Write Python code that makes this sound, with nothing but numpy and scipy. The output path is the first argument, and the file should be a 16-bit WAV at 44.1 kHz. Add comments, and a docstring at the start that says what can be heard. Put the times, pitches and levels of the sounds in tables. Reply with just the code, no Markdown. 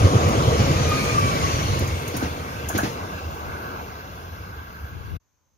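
"""The last coaches of a passenger train roll past a phone beside the track and draw away to the left.
Shaped noise and short low swings make the rumble; noise bands make the rolling roar, hiss and ringing.
Gliding sine tones make the whine of underfloor machines. Axles knock over a rail joint: sizzles come through
the steel, low knocks through the air; several later knocks follow a sizzle by about 60 ms. The rail sings
on, wind buffets the phone's two microphone openings (ports), and a cut at the end leaves a faint hush."""
import sys
import numpy as np
from scipy import signal
from scipy.fft import rfft, irfft
from scipy.io import wavfile
from scipy.ndimage import uniform_filter1d, map_coordinates

SR = 44100
rng = np.random.default_rng(int(sys.argv[2]) if len(sys.argv) > 2 else 0)


def transcribe(signal):
    """Save signal, clipped to [-1, 1], as a 16-bit WAV file at the path in sys.argv[1]."""
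    frames = np.atleast_2d(signal).T
    limited = np.clip(frames, -1, 1)
    pcm = np.round(limited * 32767).astype(np.int16)
    wavfile.write(sys.argv[1], SR, pcm)


N = 245637
T = np.arange(N) / SR  # time of every sample in seconds
FRAME, HOP = 512, 128  # length and step in samples of the short slices whose spectrum is changed


def undb(db):
    """Turn decibels into a plain factor."""
    return 10 ** (np.asarray(db) / 20)


def curve(table, x):
    """Read all columns after the first at the points x (times or pitches), with straight lines between rows."""
    columns = np.transpose(table)
    return [np.interp(x, columns[0], column) for column in columns[1:]]


def tone(table, hz):
    """Read a spectrum in dB at the frequencies hz; outside its ends it is practically silent."""
    table_hz, db = np.transpose(table)
    return np.interp(np.log(hz + 1), np.log(table_hz), db, left=-90, right=-90)


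def shaped(table):
    """Random noise coloured by a spectrum, then scaled to an average strength (rms) of 1."""
    white = rfft(rng.standard_normal(N))
    coloured = irfft(white * undb(tone(table, np.fft.rfftfreq(N, 1 / SR))), N)
    return coloured / coloured.std()


def walk(rate):
    """A wandering random level: new values come at this rate per second, smoothed twice; spread 1."""
    hold = int(SR / rate)
    steps = np.repeat(rng.standard_normal(N // hold + 1), hold)
    smooth = uniform_filter1d(uniform_filter1d(steps, hold), hold)[:N]
    return smooth / smooth.std()


def to_slices(x):
    """Split a sound into pitches in Hz, slice times in seconds and the spectrum of each slice."""
    return signal.stft(x, SR, nperseg=FRAME, noverlap=FRAME - HOP)


def from_slices(spectra):
    """Join the slices into a sound again."""
    return signal.istft(spectra, SR, nperseg=FRAME, noverlap=FRAME - HOP)[1][..., :N]


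def patchy(x, depth_db, rate, width_hz):
    """Let every patch of time and pitch swell and sink on its own, then scale to rms 1."""
    hz, s, spectra = to_slices(x)
    grid = rng.standard_normal((400, 400))
    at = np.meshgrid(np.minimum(hz / width_hz, 398), np.minimum(s * rate, 398), indexing="ij")
    y = from_slices(spectra * undb(depth_db * map_coordinates(grid, at, order=1)))
    return y / y.std()


def bump(s, half_s):
    """A smooth swell around the time s; half_s away from it, it has sunk to 37 percent."""
    return np.exp(-((T - s) / half_s) ** 2)


def blows(s, db, pole):
    """Each blow starts a decay; a complex pole (the factor from one sample to the next) makes it ring."""
    kicks = np.zeros(N, complex)
    kicks[(s * SR).astype(int)] = undb(db)
    return signal.lfilter([1], [1, -pole], kicks)


def burst(s, db, attack_s, t60):
    """Loudness of a row of blows: a quick rise, then a fall by 60 dB in t60 seconds."""
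    fall = blows(s, db, 1000 ** (-1 / (t60 * SR)))
    missing_at_start = blows(s, db, np.exp(-1 / (attack_s * SR)))
    return (fall - missing_at_start).real.clip(0)


def receding(near, far, from_s, to_s):
    """Noise whose colour turns from near to far as the train draws away."""
    share = np.clip((T - from_s) / (to_s - from_s), 0, 1)
    return np.sqrt(1 - share) * shaped(near) + np.sqrt(share) * shaped(far)


# Colour of the hush. Each row: pitch in Hz, relative level in dB per Hz.
HUSH_TONE = [(18, -40), (30, -12.5), (81, -1), (225, -18), (750, -22.5), (970, -18), (1300, -25.5),
             (1770, -28), (3490, -32.5), (5170, -33), (6370, -19), (7300, -37), (9430, -49), (12000, -35.5),
             (15500, -37.5)]
HUSH_DB, HUSH_START_S = -69, 5.197


def hush():
    """A faint outdoor hush: noise that swells and sinks in patches, partly shared by the two ports."""
    shared = patchy(shaped(HUSH_TONE), depth_db=3.0, rate=17, width_hz=247)
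    pair = [patchy(shared + 1.3 * shaped(HUSH_TONE), depth_db=1.5, rate=15, width_hz=400) for _ in range(2)]
    fade_in = np.clip((T - HUSH_START_S) / 0.006, 0, 1)
    return np.array(pair) * undb(HUSH_DB) * fade_in


# Colour of the wind. Each row: pitch in Hz, relative level in dB per Hz.
WIND_TONE = [(30, -20), (50, -8), (80, 0), (110, -5), (200, -20), (500, -30)]
# Draught of the train, then still air. Each row: time in seconds, wind level in dB.
DRAUGHT = [(0, -44), (1.8, -35.5), (2.0, -54), (3.1, -54), (5.17, -56.5)]
# Gusts. Each row: middle in seconds, half length in seconds, level in dB, left minus right in dB.
GUSTS = [(1.3, .06, -38, -3), (3.33, .06, -41, 2), (3.48, .04, -39, 10), (4.98, .05, -38, 14),
         (5.13, .08, -35, 18)]


def wind():
    """Moving air buffets each port: low noise with gusts, its noise unrelated left and right."""
    steady = undb(curve(DRAUGHT, T)[0])
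    sides = []
    for side in (1, -1):  # left, right
        gusts = sum(undb(db + side * lean_db / 2) * bump(s, half_s) for s, half_s, db, lean_db in GUSTS)
        sides.append(shaped(WIND_TONE) * (steady + gusts) * undb(2 * walk(15)))
    return np.array(sides)


# Colour of the singing rail. Each row: pitch in Hz, relative level in dB per Hz.
RAIL_TONE = [(930, -6), (1060, -8), (1130, 0), (1220, -9), (1350, -3), (1500, 1), (1650, -1), (1685, -16),
             (1750, -33.5)]
# Loudness of the singing rail. Each row: time in seconds, level in dB.
RAIL_LEVEL = [(0, -37.5), (1.29, -36), (1.8, -40.5), (2.27, -41), (2.52, -39.5), (2.9, -44), (3.15, -38.5),
              (3.32, -46.5), (3.45, -37), (3.75, -37.5), (3.85, -46.5), (4.02, -41.5), (4.15, -45.5),
              (4.4, -45), (4.74, -41.5), (5.02, -48)]


def rail_song():
    """Waves in the rail travel far in two narrow bands, made from patchy noise."""
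    song = patchy(shaped(RAIL_TONE), depth_db=1.2, rate=20, width_hz=150)
    return song * undb(curve(RAIL_LEVEL, T)[0])


# Axles over the joint, carried by the steel.
# Each row: start in seconds, level in dB, part under about 7 kHz in dB relative to that level.
ZINGS = [(0.285, -27, -18.5), (0.888, -27, -6), (1.1899, -30, 0), (1.789, -24, -1), (1.8744, -35, 8),
         (2.076, -24, -0.5), (2.165, -21, -6), (2.686, -18, 1), (2.776, -17.5, -1.5)]
ZING_RISE_S, ZING_T60_S = 0.0024, 0.03
ZING_LEAN_DB, ZING_OWN = 2.5, 2.2  # left minus right; weight of each port's own sizzle against the shared one
REBOUND_S, REBOUND_DB = .006, -1.5  # delay after the blow and relative level


def sizzle():
    """Blows sizzle along the steel: noise with a fast fall, a weak long tail and a rebound."""
    s, db, low_db = np.transpose(ZINGS)

    def envelope(level_db, tail):
        return burst(s, level_db, ZING_RISE_S, ZING_T60_S) + tail * burst(s, level_db, 0.0074, 0.64)

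    def zing():
        high_tone = [(7600, -12), (10000, 0), (12000, -1.0), (13500, -4.0), (15000, -4.5), (15700, -1.5)]
        high = shaped(high_tone) * envelope(db, tail=0.06)
        low_tone = [(4500, -15), (5900, -1), (6600, 6.0), (7200, -2.5)]
        low = shaped(low_tone) * envelope(db + low_db, tail=0.062)
        # the wheel strikes the far rail end, heard in the top treble
        rebound_tone = [(9500, -10.5), (12000, 3), (15700, -3.5)]
        rebound = shaped(rebound_tone) * burst(s + REBOUND_S, db + REBOUND_DB, 0.00096, 0.015)
        return high + low + rebound

    shared = zing()
    pair = [(shared + ZING_OWN * zing()) * undb(side * ZING_LEAN_DB / 2) for side in (1, -1)]
    return np.array(pair) / np.hypot(1, ZING_OWN)


# Low knocks through the air; several of the later ones follow a sizzle by about 60 ms.
# Each row: start in seconds, level in dB, then clack and thud in dB relative to that level.
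KNOCKS = [(0.047, -15.5, -13, -9.5), (0.47, -30, -21.5, -6), (0.587, -17, -11.5, -4), (1.717, -28, -4, -9),
          (1.805, -20, -15, 0), (2.14, -20.5, -8.5, -1.5), (2.224, -13.5, -17.5, -8.5),
          (2.748, -12.5, -13.5, -6), (2.831, -10, -16.5, -10)]
# Low tones of the ring. Each row: pitch in Hz, relative level in dB, time to fall by 60 dB in seconds.
KNOCK_MODES = [(118, -13.5, 0.31), (202, -1, 0.018), (302, -2, 0.041), (451, -15, 0.02), (713, -10, 0.03)]
# Colour of the thud. Each row: pitch in Hz, relative level in dB per Hz.
THUD_TONE = [(130, 3.5), (200, 12.5), (350, 5.5), (700, -9), (1200, -26.5)]


def knocks():
    """Knocks at the joint arrive through the air as a low ring with a clack and a thud."""
    s, db, clack_db, thud_db = np.transpose(KNOCKS)
    clack = shaped([(700, 7), (3000, -3.5), (7000, -7.0)]) * burst(s, db + clack_db, 0.0034, 0.3)
    # ballast and sleepers answer under the ring
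    thud = shaped(THUD_TONE) * burst(s, db + thud_db, 0.0078, 0.21)
    ring = 0
    for k, (hz, mode_db, t60) in enumerate(KNOCK_MODES):
        pole = np.exp((2j * np.pi * hz - np.log(1000) / t60) / SR)
        uneven_db = rng.standard_normal(len(s))
        ring = ring + (-1) ** k * blows(s, db + mode_db + uneven_db, pole).imag
    return clack + thud - ring


# Clanks of the rail. Each row: start in seconds, level in dB.
RAIL_CLANK = [(2.211, -26.5), (2.697, -23.5), (2.785, -17.5)]
# Colour of the clank. Each row: pitch in Hz, relative level in dB per Hz.
CLANK_TONE = [(500, -10), (730, -2), (1000, -8), (1300, -3), (1600, 0), (1690, -2), (1780, -20),
              (2600, -22)]
# Timing of every clank: rise time in seconds, time to fall by 60 dB in seconds.
CLANK_TIMES = .0015, .14


def rail_clank():
    """The struck rail clanks: a burst of mid-pitched noise that starts fast and dies away."""
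    s, db = np.transpose(RAIL_CLANK)
    rise_s, ring_s = CLANK_TIMES
    return shaped(CLANK_TONE) * burst(s, db, attack_s=rise_s, t60=ring_s)


# One whining machine per coach. Each row: time of passing in seconds, pitch of the source in Hz.
WHINES = [(-.05, 1220), (1.235, 1168)]
# One table per coach. Each row: time in seconds, level of the whine in dB, level of its octave in dB.
WHINE_LEVELS = [
    [(0, -44, -64), (.2, -40, -60), (.27, -31, -48), (.4, -36, -68), (.6, -46, -41), (.7, -50, -66),
     (1.0, -60, -72)],
    [(.65, -49, -66), (.78, -43, -48), (.86, -37, -47.5), (.91, -32.5, -36.5), (.96, -26.5, -40),
     (1.0, -37.5, -38.5), (1.08, -33, -35.5), (1.12, -35, -36.5), (1.17, -22, -52), (1.22, -27, -39),
     (1.28, -26, -43), (1.36, -35, -40), (1.41, -40, -46), (1.44, -26, -55), (1.53, -31, -63),
     (1.6, -35, -46), (1.8, -37, -51), (2.0, -60, -73)],
]
SPEED_M_S, TRACK_M = 23, 5.2  # train speed, distance to the track
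# the left port's lead: middle value, swing to either side, how early before the pass and how fast it swings
LEAD_MS, SWING_MS, SWING_EARLY_S, SWING_S = 0.22, 0.22, 0.15, 0.1
WHINE_JITTER_HZ = 8
WHINE_WAVER_DB, WHINE_FLUTTER_DB, WHINE_PORT_DB = 1.5, 3, 1.5  # slow, fast, and separate at each port


def whine(row, levels):
    """An underfloor machine whines with its octave, breaking up; pitch falls and direction swings in passing."""
    pass_s, source_hz = row
    db, octave_db = curve(levels, T)
    along_m = SPEED_M_S * (T - pass_s)
    moving_away = along_m / np.hypot(along_m, TRACK_M)  # -1 coming, +1 going
    hz = source_hz / (1 + SPEED_M_S / 343 * moving_away)  # sound travels at 343 m/s
    lead_ms = LEAD_MS + SWING_MS * np.tanh((T - pass_s + SWING_EARLY_S) / SWING_S)
    turns = np.cumsum(hz + WHINE_JITTER_HZ * walk(110)) / SR
    right_lag = np.array([0 * T, hz * lead_ms / 1000])  # in turns; none at the left port
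    phase = 2 * np.pi * (turns - right_lag)

    def waver():
        common_db = WHINE_WAVER_DB * walk(25) + WHINE_FLUTTER_DB * walk(120)
        return undb(common_db + WHINE_PORT_DB * np.array([walk(60), walk(60)]))

    base = waver() * undb(db) * np.sin(phase)
    octave = waver() * undb(octave_db) * np.sin(2 * phase)
    return np.sqrt(2) * (base + octave)


# Ringing tones of the passing train: a low hum at 476 Hz and three higher wheel tones.
# Each row: pitch in Hz, width in Hz.
RINGING_TONES = [(476, 14), (2300, 120), (4330, 130), (6050, 150)]
# Steady ring while the train is alongside: one level in dB for each ringing tone.
RING_DB = [-42, -68, -66, -72.5]
RING_END_S, RING_FALL_DB_S = 1.1, 6  # then the steady ring sinks, in dB per second
# Swells of the ringing tones, each with its own middle, length and levels.
# Each row: middle in seconds, half length in seconds, then a level in dB for each ringing tone.
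RING_SWELLS = [(.2, 0.38, -34.5, -58, -69.5, -83), (.84, 0.083, -61, -51, -48, -37.5),
               (1.01, 0.11, -39, -36, -41.5, -65.5), (1.47, 0.058, -69, -70, -61, -45),
               (1.63, 0.17, -66, -68, -41, -43), (2.5, 0.62, -45.5, -51, -63, -64)]


def ringing():
    """A low hum and three higher wheel tones swell and sink, made from narrow noise bands."""
    sinking_db = -RING_FALL_DB_S * np.maximum(T - RING_END_S, 0)
    swells = sum(np.outer(undb(dbs), bump(s, half_s)) for s, half_s, *dbs in RING_SWELLS)
    total = 0
    for (hz, width), db, swell in zip(RINGING_TONES, RING_DB, swells):
        band = [(hz - 2 * width, -18), (hz - width / 2, 0), (hz + width / 2, 0), (hz + 2 * width, -18)]
        level = undb(db + sinking_db) + swell
        total = total + shaped(band) * level * undb(.8 * walk(20))
    return total


# Loudness of the rolling. Each row: time in seconds, roar in dB, hiss in dB, thin treble in dB.
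ROLL_LEVELS = [(0, -22.5, -32, -44.5), (.56, -22, -31.5, -45.5), (1.06, -26, -30.5, -42),
               (1.55, -28, -30.5, -45), (1.96, -32, -37.5, -47.5), (2.5, -35, -42, -52),
               (2.77, -35.5, -41, -52.5), (2.95, -32.5, -42, -53.5), (3.31, -37, -44.5, -53),
               (3.75, -34.5, -46, -53.5), (4.0, -40, -47, -54), (5.02, -47, -52.5, -58.5)]
# Colours of roar, hiss and treble, near and far. Each row: pitch in Hz, relative level in dB per Hz.
ROAR_NEAR, ROAR_FAR = [(120, -35), (200, 0.5), (398, -2.5), (470, -0.5), (620, -2), (893, -10),
                       (1170, -4.5), (1300, -7), (1690, -41), (2860, -120)], [(120, -13), (200, -4.5), (349, -4), (455, -2.5), (545, -5.5),
                                          (996, -3), (1300, -5.5), (1690, -38.5), (2860, -120)]
HISS_NEAR, HISS_FAR = [(1060, -46), (1800, -4.5), (2410, -5), (3200, -6), (4420, -10), (5120, -9.5),
                       (6230, -8.5), (6980, -8.5), (7450, -31.5), (9680, -30), (16400, -120)], [(1060, -33.5), (1800, -6), (2080, 4), (2500, -2.5), (2720, 5.5),
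                                          (2850, -1.5), (3170, -5.5), (3400, -1), (3560, -5), (4100, -5),
                                          (4350, -6.5), (6580, -8), (6980, -10), (7450, -55), (9680, -50),
                                          (16400, -120)]
TREBLE_NEAR, TREBLE_FAR = [(4410, -28.5), (7500, -4.5), (9180, -1.5), (12500, -2), (15100, -8.5),
                           (15600, -8.5)], [(4410, -53.5), (7500, -17.5), (8640, -21.5), (9380, -10.5),
                                             (12200, 3), (15600, 1.5)]


def rolling():
    """Rough wheel on rough rail: a roar, a hiss and thin treble, all made from patchy noise."""
    roar_db, hiss_db, treble_db = curve(ROLL_LEVELS, T)
    roar = patchy(receding(ROAR_NEAR, ROAR_FAR, 1.33, 3.1), depth_db=1.3, rate=14, width_hz=141.0)
    hiss = patchy(receding(HISS_NEAR, HISS_FAR, 0.64, 3.3), depth_db=2.04, rate=9.1, width_hz=319)
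    treble = patchy(receding(TREBLE_NEAR, TREBLE_FAR, 1.3, 3.87), depth_db=2.5, rate=14, width_hz=1500)
    return undb(roar_db) * roar + undb(hiss_db) * hiss + undb(treble_db) * treble


# Loudness of the rumble. Each row: time in seconds, level in dB.
RUMBLE_LEVEL = [(0, -21.5), (.4, -23), (.8, -19.5), (1.0, -24.5), (1.4, -26), (1.8, -22.5), (2.0, -31.5),
                (2.6, -34), (2.8, -33), (3.0, -38.5), (3.8, -35.5), (4.0, -37.5), (5.17, -38.5)]
# Colours of the rumble, near and far. Each row: pitch in Hz, relative level in dB per Hz.
RUMBLE_NEAR, RUMBLE_FAR = [(15, -53.5), (25, -21.5), (88, 4), (108, -2), (161, -1.5), (200, -23),
                           (260, -29), (440, -120)], [(15, -54.5), (25, -24), (43, -6), (57, -13.5), (75, 3),
                                                (113, -10.5), (200, -15), (260, -43.5), (440, -120)]
LUMP_DB, LUMP_RATE = 0.94, 15  # depth and rate per second of the random lumps
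# Loudest lumps. Each row: middle in seconds, level in dB, pitch in Hz, half length in seconds.
BOOMS = [(0.026, -9, 91, 0.0086), (0.053, -5, 97, 0.015), (0.159, -6.5, 106, 0.01), (0.255, -14, 95, 0.023),
         (.385, -16, 108, 0.014), (0.482, -8.5, 112, 0.0086), (0.599, -18, 103, 0.016),
         (.71, -12.5, 133, 0.011), (0.851, -19, 84, 0.03), (1.165, -25, 115.5, 0.044),
         (1.243, -19.5, 103, 0.022), (1.552, -21, 113, 0.029), (1.668, -21, 102, 0.023),
         (1.733, -16, 94, 0.013), (1.825, -14, 84.5, 0.012), (1.963, -23.5, 86, 0.035),
         (2.761, -23.5, 90, 0.026), (3.043, -28, 91, 0.027), (3.152, -28, 90, 0.0085),
         (3.283, -26, 85, 0.025), (4.329, -34, 84, 0.01), (4.478, -32.5, 85, 0.023)]
# Colour of the ballast thud under each boom. Each row: pitch in Hz, relative level in dB per Hz.
BOOM_BODY = [(130, -8.5), (250, -4), (360, 0), (500, 2), (700, -11.5), (1200, -29.5)]
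BOOM_BODY_DB = -17.5  # relative to the boom


def rumble():
    """Coach bodies and ballast boom in uneven lumps of noise; the loudest are short low swings."""
    level = undb(curve(RUMBLE_LEVEL, T)[0] + LUMP_DB * walk(LUMP_RATE))
    body = undb(BOOM_BODY_DB) * shaped(BOOM_BODY)
    booms = 0
    for s, db, hz, half_s in BOOMS:
        swing = np.sin(2 * np.pi * (hz * (T - s) + rng.random()))  # starts at a random point of its cycle
        booms = booms + undb(db) * bump(s, half_s) * (swing + body)
    return receding(RUMBLE_NEAR, RUMBLE_FAR, 1.3, 3.7) * level + booms


# Sound that both ports hear alike. Each row: pitch in Hz, share from 0 to 1.
ALIKE = [(30, .98), (200, .97), (500, .84), (900, .7), (1600, .68), (2200, .35), (5000, .15), (15000, .3)]
# Loudness between the ports, near and far. Each row: pitch in Hz, left minus right in dB.
LEAN_NEAR, LEAN_FAR = [(100, 0), (2000, .8), (15000, 3.5)], [(100, 0), (900, 0), (1100, 1.5), (1550, -2.5), (2200, .8),
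                                          (15000, 3.5)]
# How far the left port is ahead, near and far. Each row: pitch in Hz, phase lead in radians.
LEAD_NEAR, LEAD_FAR = [(0, 0), (1210, 3.0), (1890, 5.7), (3010, 7.7), (6550, 19.0), (16000, 44)], [(0, 0), (520, 1.2), (1640, 4.9), (2070, 4.6), (3360, 7.0),
                                          (6630, 13.9), (16000, 34)]


def ports(x):
    """The left port hears the train first; scattered sound makes the right port partly its own."""
    hz, s, left = to_slices(x)
    far = np.clip((s - 1.7) / .8, 0, 1)

    def blend(near_table, far_table):
        return np.outer(curve(near_table, hz)[0], 1 - far) + np.outer(curve(far_table, hz)[0], far)

    lead = blend(LEAD_NEAR, LEAD_FAR)
    lean_db = blend(LEAN_NEAR, LEAN_FAR)
    alike = curve(ALIKE, hz)[0][:, None]
    # fresh noise that follows the smoothed strength of the train
    noise = to_slices(rng.standard_normal(N))[2]
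    power = uniform_filter1d(uniform_filter1d(np.abs(left) ** 2, size=3, axis=0), size=7, axis=1)
    scattered = np.sqrt(power.clip(0) / np.mean(np.abs(noise) ** 2)) * noise
    right = alike * left * np.exp(-1j * lead) + np.sqrt(1 - alike ** 2) * scattered
    return from_slices(np.array([left * undb(lean_db / 2), right * undb(-lean_db / 2)]))


CUT_S, CUT_FADE_S = 5.167, .003  # start of the cut, time to sink to 37 percent


def scene():
    """The train, its sizzles through the steel, its whines and the wind are cut off; the hush follows."""
    passing = ports(rumble() + rolling() + ringing() + rail_song() + knocks() + rail_clank())
    whines = sum(map(whine, WHINES, WHINE_LEVELS))
    outdoors = passing + sizzle() + whines + wind()
    cut = np.exp(-np.maximum(T - CUT_S, 0) / CUT_FADE_S)
    return outdoors * cut + hush()


MIC_LOW_HZ, TOP_HZ = 53.4, 15770


def record(dry):
    """The microphone loses the deepest bass; the phone cuts the top."""
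    thin = signal.sosfilt(signal.butter(2, MIC_LOW_HZ, "high", fs=SR, output="sos"), dry)
    return signal.sosfilt(signal.ellip(10, .2, 70, TOP_HZ, fs=SR, output="sos"), thin)


dry = scene()
out = record(dry)
transcribe(out)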